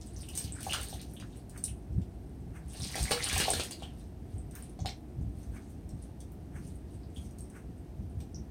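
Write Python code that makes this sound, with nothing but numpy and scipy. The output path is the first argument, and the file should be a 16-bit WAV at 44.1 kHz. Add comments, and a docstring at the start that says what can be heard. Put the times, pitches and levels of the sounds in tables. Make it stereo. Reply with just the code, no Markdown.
"""Soaked floral foam is crushed and torn by two hands over a plastic tub of sudsy water.
Its brittle cells crackle and snap, squeezed-out water fizzes, bubbles burst, and drops and lumps
plop into the tub and set its air ringing. The room is small and hard, with a ventilation hum
and a far clock ticking; a draught flutters on the left microphone port."""
import sys
import numpy as np
from scipy import signal
from scipy.fft import rfft, irfft, next_fast_len
from scipy.io import wavfile
from scipy.ndimage import uniform_filter1d

SR = 44100
rng = np.random.default_rng(int(sys.argv[2]) if len(sys.argv) > 2 else 0)


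def log_audio(samples):
    """Write samples as a 16-bit WAV file to the path given in sys.argv[1]."""
    # one column per channel
    frames = np.atleast_2d(samples).T
    # limit to full scale, then quantise
    limited = np.clip(frames, -1, 1)
    pcm = np.round(limited * 32767).astype(np.int16)
    wavfile.write(sys.argv[1], SR, pcm)


N = 374850
TIME = np.arange(N) / SR
CUTOFF_HZ = 16000

# The bright tone of the crackle, with the microphone's two treble dips.
# Each row: frequency in Hz, gain in dB.
BRITTLE_EQ = [(1500, -17), (5000, 4), (6300, 9), (7200, 0), (8500, 7.5), (10000, 3), (10900, -8),
              (13000, 3), (16000, -7.5)]
# The darker tone of water in the pores. Each row: frequency in Hz, gain in dB.
WET_EQ = [(400, 6.5), (800, 3), (1150, -3.5), (2000, 1), (4500, 4), (6200, -3), (7500, -8), (12000, -47)]


def from_db(db):
    """Decibels to gain."""
    return 10 ** (np.asarray(db) / 20)


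def unit_rms(x):
    """Scale to unit power."""
    return x / np.sqrt(np.mean(x ** 2) + 1e-20)


def equalise(x, curve, amount=1):
    """Filter by a smooth curve of (Hz, dB) points; amount scales the decibels."""
    hz, db = np.transpose(curve)
    size = next_fast_len(x.shape[-1] + 2048)
    log_hz = np.log(np.arange(size // 2 + 1) * SR / size + 1)
    gain = from_db(amount * np.interp(log_hz, np.log(hz), db))
    return irfft(rfft(x, size) * gain, size)[..., :x.shape[-1]]


def drift(per_s):
    """A random wander of unit power."""
    knots = rng.standard_normal(int(N / SR * per_s) + 2)
    return unit_rms(np.interp(TIME * per_s, np.arange(len(knots)), knots))


def resonance(x, hz, width_hz):
    """Two-pole resonance with gain 1 at its peak."""
    r = np.exp(-np.pi * width_hz / SR)
    feedback = [1, -2 * r * np.cos(2 * np.pi * hz / SR), r * r]
    return signal.lfilter(np.array([1, 0, -1]) * (1 - r * r) / 2, feedback, x + 1e-18)


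def add(track, start_s, sound):
    """Mix a sound into a track."""
    at = max(round(start_s * SR), 0)
    track[at:at + len(sound)] += sound[:N - at]


def grains(per_s, spread_db):
    """Random clicks, mostly small, with louder clumps; their mean power stays even."""
    sizes = from_db(spread_db * np.minimum(rng.exponential(1, N), 4) + 2 * drift(90))
    clicks = (rng.random(N) < per_s / SR) * sizes * rng.choice([-1, 1], N)
    return clicks / np.sqrt(uniform_filter1d(clicks ** 2, SR // 25) + 1e-3)


def pips(clicks, low_hz, high_hz, cycles, count=32):
    """Each click rings at a random pitch, falling 60 dB over the given cycles."""
    dealt = rng.integers(0, count, N)
    rings = (resonance(clicks * (dealt == k), hz, np.log(1000) / np.pi * hz / cycles)
             for k, hz in enumerate(np.geomspace(low_hz, high_hz, count)))
    return sum(rings) * np.sqrt(count)


def squeeze_envelopes():
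    """Strength of breaking cells and escaping water: each squeeze bites, tightens and lets go."""
    # Fingers closing on the foam. Each row: start in seconds, hold in seconds,
    # then the relative brittle and wet levels in dB at the end of the hold.
    squeezes = [(0.0, 0.21, -61.5, -73.5), (0.364, 0.062, -49, -59), (0.598, 0.2, -49.5, -63),
                (0.727, 0.02, -50, -47), (0.867, 0.075, -53, -62), (1.095, 0.097, -62.5, -76),
                (1.33, 0.013, -62.5, -73.5), (2.76, 0.22, -46, -55), (2.98, 0.47, -39, -42),
                (3.522, 0.061, -44.5, -49.5), (3.792, 0.051, -62.5, -66.5), (3.978, 0.034, -64.5, -76),
                (4.312, 0.023, -64.5, -80), (4.598, 0.015, -59.5, -70), (5.393, 0.047, -63, -76.5),
                (5.544, 0.15, -67, -80), (5.985, 0.034, -67, -82), (6.622, 0.025, -58, -75.5),
                (6.906, 0.03, -64.5, -79), (7.18, 0.017, -58.5, -73.5)]
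    bite, tighten, wetting, release = 174, 12, 20, 135   # dB per second
    brittle, wet = from_db(-78), 0   # the suds crackle on between squeezes
    for start, hold, brittle_db, wet_db in squeezes:
        remaining_s = np.maximum(start + hold - TIME, 0)
        fade_db = bite * np.maximum(start - TIME, 0) + release * np.maximum(TIME - start - hold, 0)
        fade_db = np.minimum(fade_db, 100)
        brittle = np.maximum(brittle, from_db(brittle_db - fade_db - tighten * remaining_s))
        wet = np.maximum(wet, from_db(wet_db - fade_db - wetting * remaining_s))
    return brittle, wet


def crackle(brittle, per_s, thinning, cycles, clump_db, clumps_per_s, gain_db):
    """Cells burst in little runs, each with its own pip; a light grip breaks fewer of them."""
    bursts_per_s = per_s * (brittle / brittle.max()) ** thinning
    clicks = grains(bursts_per_s, spread_db=3.5) * from_db(clump_db * drift(clumps_per_s))
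    texture = equalise(pips(clicks, 2250, CUTOFF_HZ, cycles), BRITTLE_EQ)
    return brittle * from_db(gain_db) * unit_rms(texture)


def fizz(wet, per_s, cycles, gain_db):
    """Water and air pushed through the pores make tiny bubbles of every size."""
    clicks = grains(per_s, spread_db=7.5) * wet * from_db(gain_db)
    return equalise(pips(clicks, 746, 6730, cycles), WET_EQ)


def air_pocket(hz, cycles, rise):
    """An air pocket swells smoothly and rings, rising in pitch as it nears the surface."""
    turns = hz * TIME[:SR // 8]
    age = np.minimum(turns / cycles, 2)   # in ringing times
    swell = 1 - np.exp(-(age / 0.096) ** 2)
    return np.sin(2 * np.pi * turns * (1 + rise * age)) * from_db(-60 * age) * swell


def bubbles(wet, gain_db, rise, strays_per_s, stray_db, stray_cycles, stray_rise, low_hz, high_hz):
    """Larger bubbles burst with a pitched tick; escaping water blows strays that chirp upwards."""
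    # Single bursts in the suds. Each row: start in seconds, relative level in dB,
    # pitch in Hz, ring length in cycles.
    bursts = [(0.0137, -34, 5700, 7.1), (0.164, -34, 5840, 19), (0.204, -39, 4880, 17),
              (0.232, -35.5, 3200, 5.1), (0.285, -38.5, 2860, 21), (0.523, -31, 8140, 26),
              (0.586, -39.5, 1540, 10), (0.6962, -27, 2830, 35), (0.7238, -17.5, 3000, 11),
              (0.7369, -24.5, 1310, 4.7), (0.747, -27.5, 1380, 10.4), (0.7825, -35.5, 1400, 8.9),
              (0.996, -33.5, 4000, 9.7), (1.137, -36.5, 11700, 9.8), (1.166, -38.5, 3250, 18),
              (1.2248, -38.5, 1410, 5.3), (1.6396, -19.5, 8900, 16.5), (1.6814, -37.5, 2840, 8.2),
              (2.82, -26, 5400, 16), (2.839, -24.5, 4350, 11), (2.9441, -29.5, 1970, 19),
              (3.0795, -31, 2100, 26), (3.111, -19.5, 2030, 7.2), (3.177, -30, 1280, 5.1),
              (3.2048, -28.5, 2070, 25), (3.274, -35, 1300, 10), (3.2973, -25.5, 2250, 16),
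              (3.314, -26.5, 1730, 8), (3.504, -17, 8540, 20), (3.601, -25.5, 3100, 16),
              (3.7225, -30.5, 4580, 25), (3.8292, -32.5, 3130, 18), (4.3826, -45.5, 8400, 26),
              (4.554, -30, 14000, 14), (4.625, -36, 9100, 12), (4.696, -49.5, 9500, 25),
              (4.804, -36.5, 6100, 17), (4.859, -22, 3700, 6.7), (4.888, -37.5, 2030, 15),
              (4.8928, -34, 5600, 14), (6.32, -40, 13500, 6.7), (7.0337, -49.5, 4700, 16),
              (7.1622, -39.5, 3270, 30), (7.407, -42, 8560, 35), (8.3458, -34, 5720, 28)]
    suds = np.zeros(N)
    for start, db, hz, cycles in bursts:
        add(suds, start, from_db(db + gain_db) * air_pocket(hz, cycles, rise))
    for k, (when, size, pitch) in enumerate(rng.random((int(strays_per_s * N / SR), 3))):
        start = min((k + when) / strays_per_s, TIME[-1])
        chirp = air_pocket(low_hz * (high_hz / low_hz) ** pitch, stray_cycles, stray_rise)
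        add(suds, start, wet[int(start * SR)] * from_db(stray_db) * size ** 2 * chirp)
    return suds


def room_tone(hum_db, hiss_db, mains_db, mains_hz=60):
    """Dull ventilation and a mains tone sit in the centre, under a faint wide hiss."""
    # The tone of the ventilation. Each row: frequency in Hz, gain in dB.
    hum_eq = [(20, -32), (55, 6.5), (110, -1.5), (230, -3.5), (310, -4.5), (400, -10.5), (560, -21),
              (710, -16), (1000, -31.5), (2000, -55.5)]
    # The tone of the hiss. Each row: frequency in Hz, gain in dB.
    hiss_eq = [(100, 18), (700, 12.5), (1100, 5.5), (1800, 4), (3500, -2.5), (6000, -5.5), (7200, -11),
               (10800, -12), (13000, -7), (16000, -18)]
    hum = from_db(hum_db) * unit_rms(equalise(rng.standard_normal(N), hum_eq))
    hiss = from_db(hiss_db) * unit_rms(equalise(rng.standard_normal((2, N)), hiss_eq))
    return hum + hiss + from_db(mains_db) * np.sin(2 * np.pi * mains_hz * TIME)


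def draught(steady_db, gust_db, gust_s, right_db, waver_db):
    """Eddies buffet the left port and barely touch the right one; each gust swells and fades."""
    # The strongest gusts. Each row: time in seconds, relative peak level in dB.
    gusts = [(0.439, -32.5), (1.9, -32.5), (1.971, -23), (2.802, -32.5), (3.01, -25), (3.333, -29.5),
             (4.338, -31), (4.812, -29.5), (5.191, -28.5), (5.268, -36), (5.474, -34.5), (5.93, -35.5),
             (6.55, -40.5), (7.169, -38), (7.983, -32.5), (8.16, -32.5)]
    # The low rumble of the eddies. Each row: frequency in Hz, gain in dB.
    eddy_eq = [(10, -65), (27, -40), (42, -14), (60, 6), (100, 0), (150, -6), (220, -13), (2000, -86)]
    strength = from_db(steady_db + waver_db * drift(22))
    age = TIME[:SR // 3] / gust_s
    for when, db in gusts:
        add(strength, when - gust_s / 2, from_db(db + gust_db) * (age * np.exp(1 - age)) ** 2)
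    eddies = unit_rms(equalise(rng.standard_normal((2, N)), eddy_eq))
    even_eddies = eddies / np.sqrt(uniform_filter1d(eddies ** 2, SR // 30) + .02)
    return even_eddies * strength * from_db([[0], [right_db]])


def snaps(brittle_db, wet_db, brittle_t60, wet_t60, spit_rise_s, creak_db, creak_s):
    """The bent foam creaks, then a crack runs through many cells, with a wet spit at the same instant."""
    # Cell walls giving way together. Each row: time in seconds, relative crack and spit levels in dB.
    fractures = [(0.2878, -38.5, -63), (0.352, -32.5, -58), (0.375, -25.5, -52), (0.606, -42, -48),
                 (0.629, -34.5, -47), (0.708, -35, -48), (0.732, -29.5, -46), (0.7851, -47, -43.5),
                 (0.811, -37, -59), (0.83, -33.5, -69), (1.014, -41.5, -57), (1.1992, -48, -50),
                 (1.495, -46, -84), (1.576, -41, -80), (1.6402, -31, -71), (2.016, -59.5, -61.5),
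                 (2.9548, -33, -37), (2.975, -46, -44), (3.028, -26.5, -58), (3.109, -32, -35.5),
                 (3.1164, -25.5, -27), (3.3284, -27, -36), (3.3788, -22.5, -44), (3.4, -26, -29),
                 (3.4058, -30, -32), (3.5047, -28.5, -35.5), (3.5347, -28, -33), (3.597, -34, -33),
                 (3.635, -32, -49), (3.7094, -35, -45.5), (3.8222, -52, -49.5), (4.51, -49.5, -78),
                 (4.5518, -44.5, -79), (4.79, -58, -53.5), (4.8579, -43, -41), (4.8715, -45, -47),
                 (4.887, -62, -46), (5.891, -50, -78), (6.2036, -46.5, -67), (7.309, -56, -77),
                 (7.3852, -46, -80), (7.499, -54, -75), (8.2034, -50, -59)]
    brittle, wet, t = np.zeros(N), np.zeros(N), TIME[:SR // 8]
    crack_shape = from_db(brittle_db - 60 * t / brittle_t60) * (1 - np.exp(-t / 0.0012))
    spit_shape = from_db(wet_db - 60 * t / wet_t60) * (1 - np.exp(-t / spit_rise_s))
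    for when, crack_db, spit_db in fractures:
        crack, noise = rng.choice([-1, 1], len(t)), rng.standard_normal(len(t))
        creak = noise * from_db(crack_db + creak_db) * np.exp(-t / creak_s)
        add(brittle, when - t[-1], creak[::-1])   # reversed, it swells into the crack
        add(brittle, when, crack * from_db(crack_db) * crack_shape)
        add(wet, when, noise * from_db(spit_db) * spit_shape)
    return equalise(brittle, BRITTLE_EQ) + equalise(wet, WET_EQ)


def clock(first_s, gain_db, swell_s, t60, rasp_db):
    """One tick a second, blurred by distance into a soft wooden puff with a faint high rasp."""
    since_tick = (TIME - first_s + .5) % 1 - .5
    envelope = from_db(gain_db - 60 * np.maximum(-since_tick / swell_s, since_tick / t60))
    noise = rng.standard_normal((2, N))
    case_low = resonance(resonance(noise, 1670, 460), 530, 630)
    case_high = from_db(-17.0) * resonance(resonance(noise, 2030, 640), 1900, 730)
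    rasp = from_db(rasp_db) * unit_rms(equalise(noise, BRITTLE_EQ))
    pan = from_db([[-2.5], [1.5]])
    return envelope * (unit_rms(case_low + case_high) + rasp) * pan


def tub(wet, plop_db, pour_db, cycles, rise, ring_db):
    """Falling lumps and pouring water set the air in the tub ringing."""
    # Lumps and drops hitting the water. Each row: start in seconds, relative level in dB, pitch in Hz.
    plops = [(0.666, -26, 756), (0.927, -34, 676), (2.954, -29.5, 735), (2.98, -31, 696),
             (3.108, -21.5, 484), (3.119, -25.5, 796), (3.363, -25, 800), (3.403, -30, 413),
             (3.481, -17, 684), (3.822, -33.5, 730), (4.79, -38, 720), (4.8485, -34, 784),
             (4.857, -26.5, 707)]
    # Resonances of the air in the tub. Each row: frequency in Hz, width in Hz, relative gain in dB.
    air_modes = [(415, 12, 13.5), (484, 8.2, 12.5), (619, 7.4, -1), (764, 54, 8), (1120, 79, 3.5)]
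    gulp_lag_s, gulp_ratio, gulp_db = 0.00696, 0.71, -17
    flow = from_db(pour_db) * (wet / wet.max()) ** 0.77   # the pour follows the squeezes
    water = flow * unit_rms(resonance(grains(280, spread_db=5.5), 604, 306))
    for start, db, hz in plops:
        add(water, start, from_db(db + plop_db) * air_pocket(hz, cycles, rise))
        gulp = air_pocket(hz * gulp_ratio, cycles, rise)   # a larger pocket dragged down behind
        add(water, start + gulp_lag_s, from_db(db + plop_db + gulp_db) * gulp)
    ring = sum(from_db(db) * resonance(water, hz, width) for hz, width, db in air_modes)
    return water + from_db(ring_db) * ring


def reflections(x, t60=0.19, bass_db=-1.0, treble_db=3, build_s=0.0033):
    """Dense echoes from one spot in the room, alike on both sides in the bass."""
    t = TIME[:SR // 2]
    wide, centre = rng.standard_normal((2, len(t))), rng.standard_normal(len(t))
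    low, high = (signal.butter(3, 950, kind, fs=SR, output="sos") for kind in ("low", "high"))
    bass = from_db(bass_db) * signal.sosfilt(low, centre)
    treble = from_db(treble_db) * signal.sosfilt(high, wide)
    fade = unit_rms(from_db(-60 * t / t60) * (1 - np.exp(-t / build_s))) / np.sqrt(len(t))
    return signal.fftconvolve(x[None], fade * (bass + treble), axes=1)[:, :N]


def room(x, shadow_db=5.5, right_lag_s=.0001):
    """The echoes change as the hands move; the right port lies partly in shadow for treble."""
    # Stereo tilt. Each row: frequency in Hz, left gain minus right gain in dB.
    balance = [(300, 4.5), (900, -1.5), (1900, 1), (3000, -11), (4600, -1.5), (7000, -0.8)]
    place = np.pi * drift(10)
    echoes = reflections(x * np.cos(place)) + reflections(x * np.sin(place))
    delayed = np.interp(TIME - right_lag_s, TIME, x)
    left = equalise(x, [(900, 0), (4000, shadow_db)]) + echoes[0]
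    right = equalise(delayed, [(900, 0), (4000, -shadow_db)]) + echoes[1]
    return np.array([equalise(left, balance, 1 / 2), equalise(right, balance, -1 / 2)])


def scene():
    """Foam and water in the room, over the clock, the draught and the hum."""
    brittle, wet = squeeze_envelopes()
    foam = crackle(brittle, per_s=2000, thinning=.3, cycles=20.6,
                   clump_db=4.5, clumps_per_s=70, gain_db=-6.0)
    foam += fizz(wet, per_s=1200, cycles=9.8, gain_db=1.5)
    foam += snaps(brittle_db=2.0, wet_db=12.5, brittle_t60=0.016, wet_t60=0.018,
                  spit_rise_s=0.00042, creak_db=-26, creak_s=0.0064)
    water = bubbles(wet, gain_db=8.5, rise=0.026, strays_per_s=60, stray_db=19.5,
                    stray_cycles=16, stray_rise=0.25, low_hz=1400, high_hz=3000)
    water += tub(wet, plop_db=2.5, pour_db=-55.5, cycles=9.1, rise=0.0069, ring_db=-1.0)
    return (room(foam + water)
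            + clock(first_s=0.5645, gain_db=-52.0, swell_s=.13, t60=0.24, rasp_db=-9.0)
            + draught(steady_db=-43.5, gust_db=1.0, gust_s=0.027, right_db=-15, waver_db=4.0)
            + room_tone(hum_db=-47.0, hiss_db=-60.5, mains_db=-56.0))


def record(dry):
    """Each microphone port resonates in the high treble; the top is cut."""
    # The ports, left then right. Each row: resonance in Hz, width in Hz, gain of the added ring in dB.
    ports = [(9310, 540, 6), (8340, 1110, 5)]
    lifted = [x + from_db(db) * resonance(x, hz, width) for x, (hz, width, db) in zip(dry, ports)]
    return signal.sosfilt(signal.ellip(10, .1, 80, CUTOFF_HZ, fs=SR, output="sos"), lifted)


dry = scene()
out = record(dry)
log_audio(out)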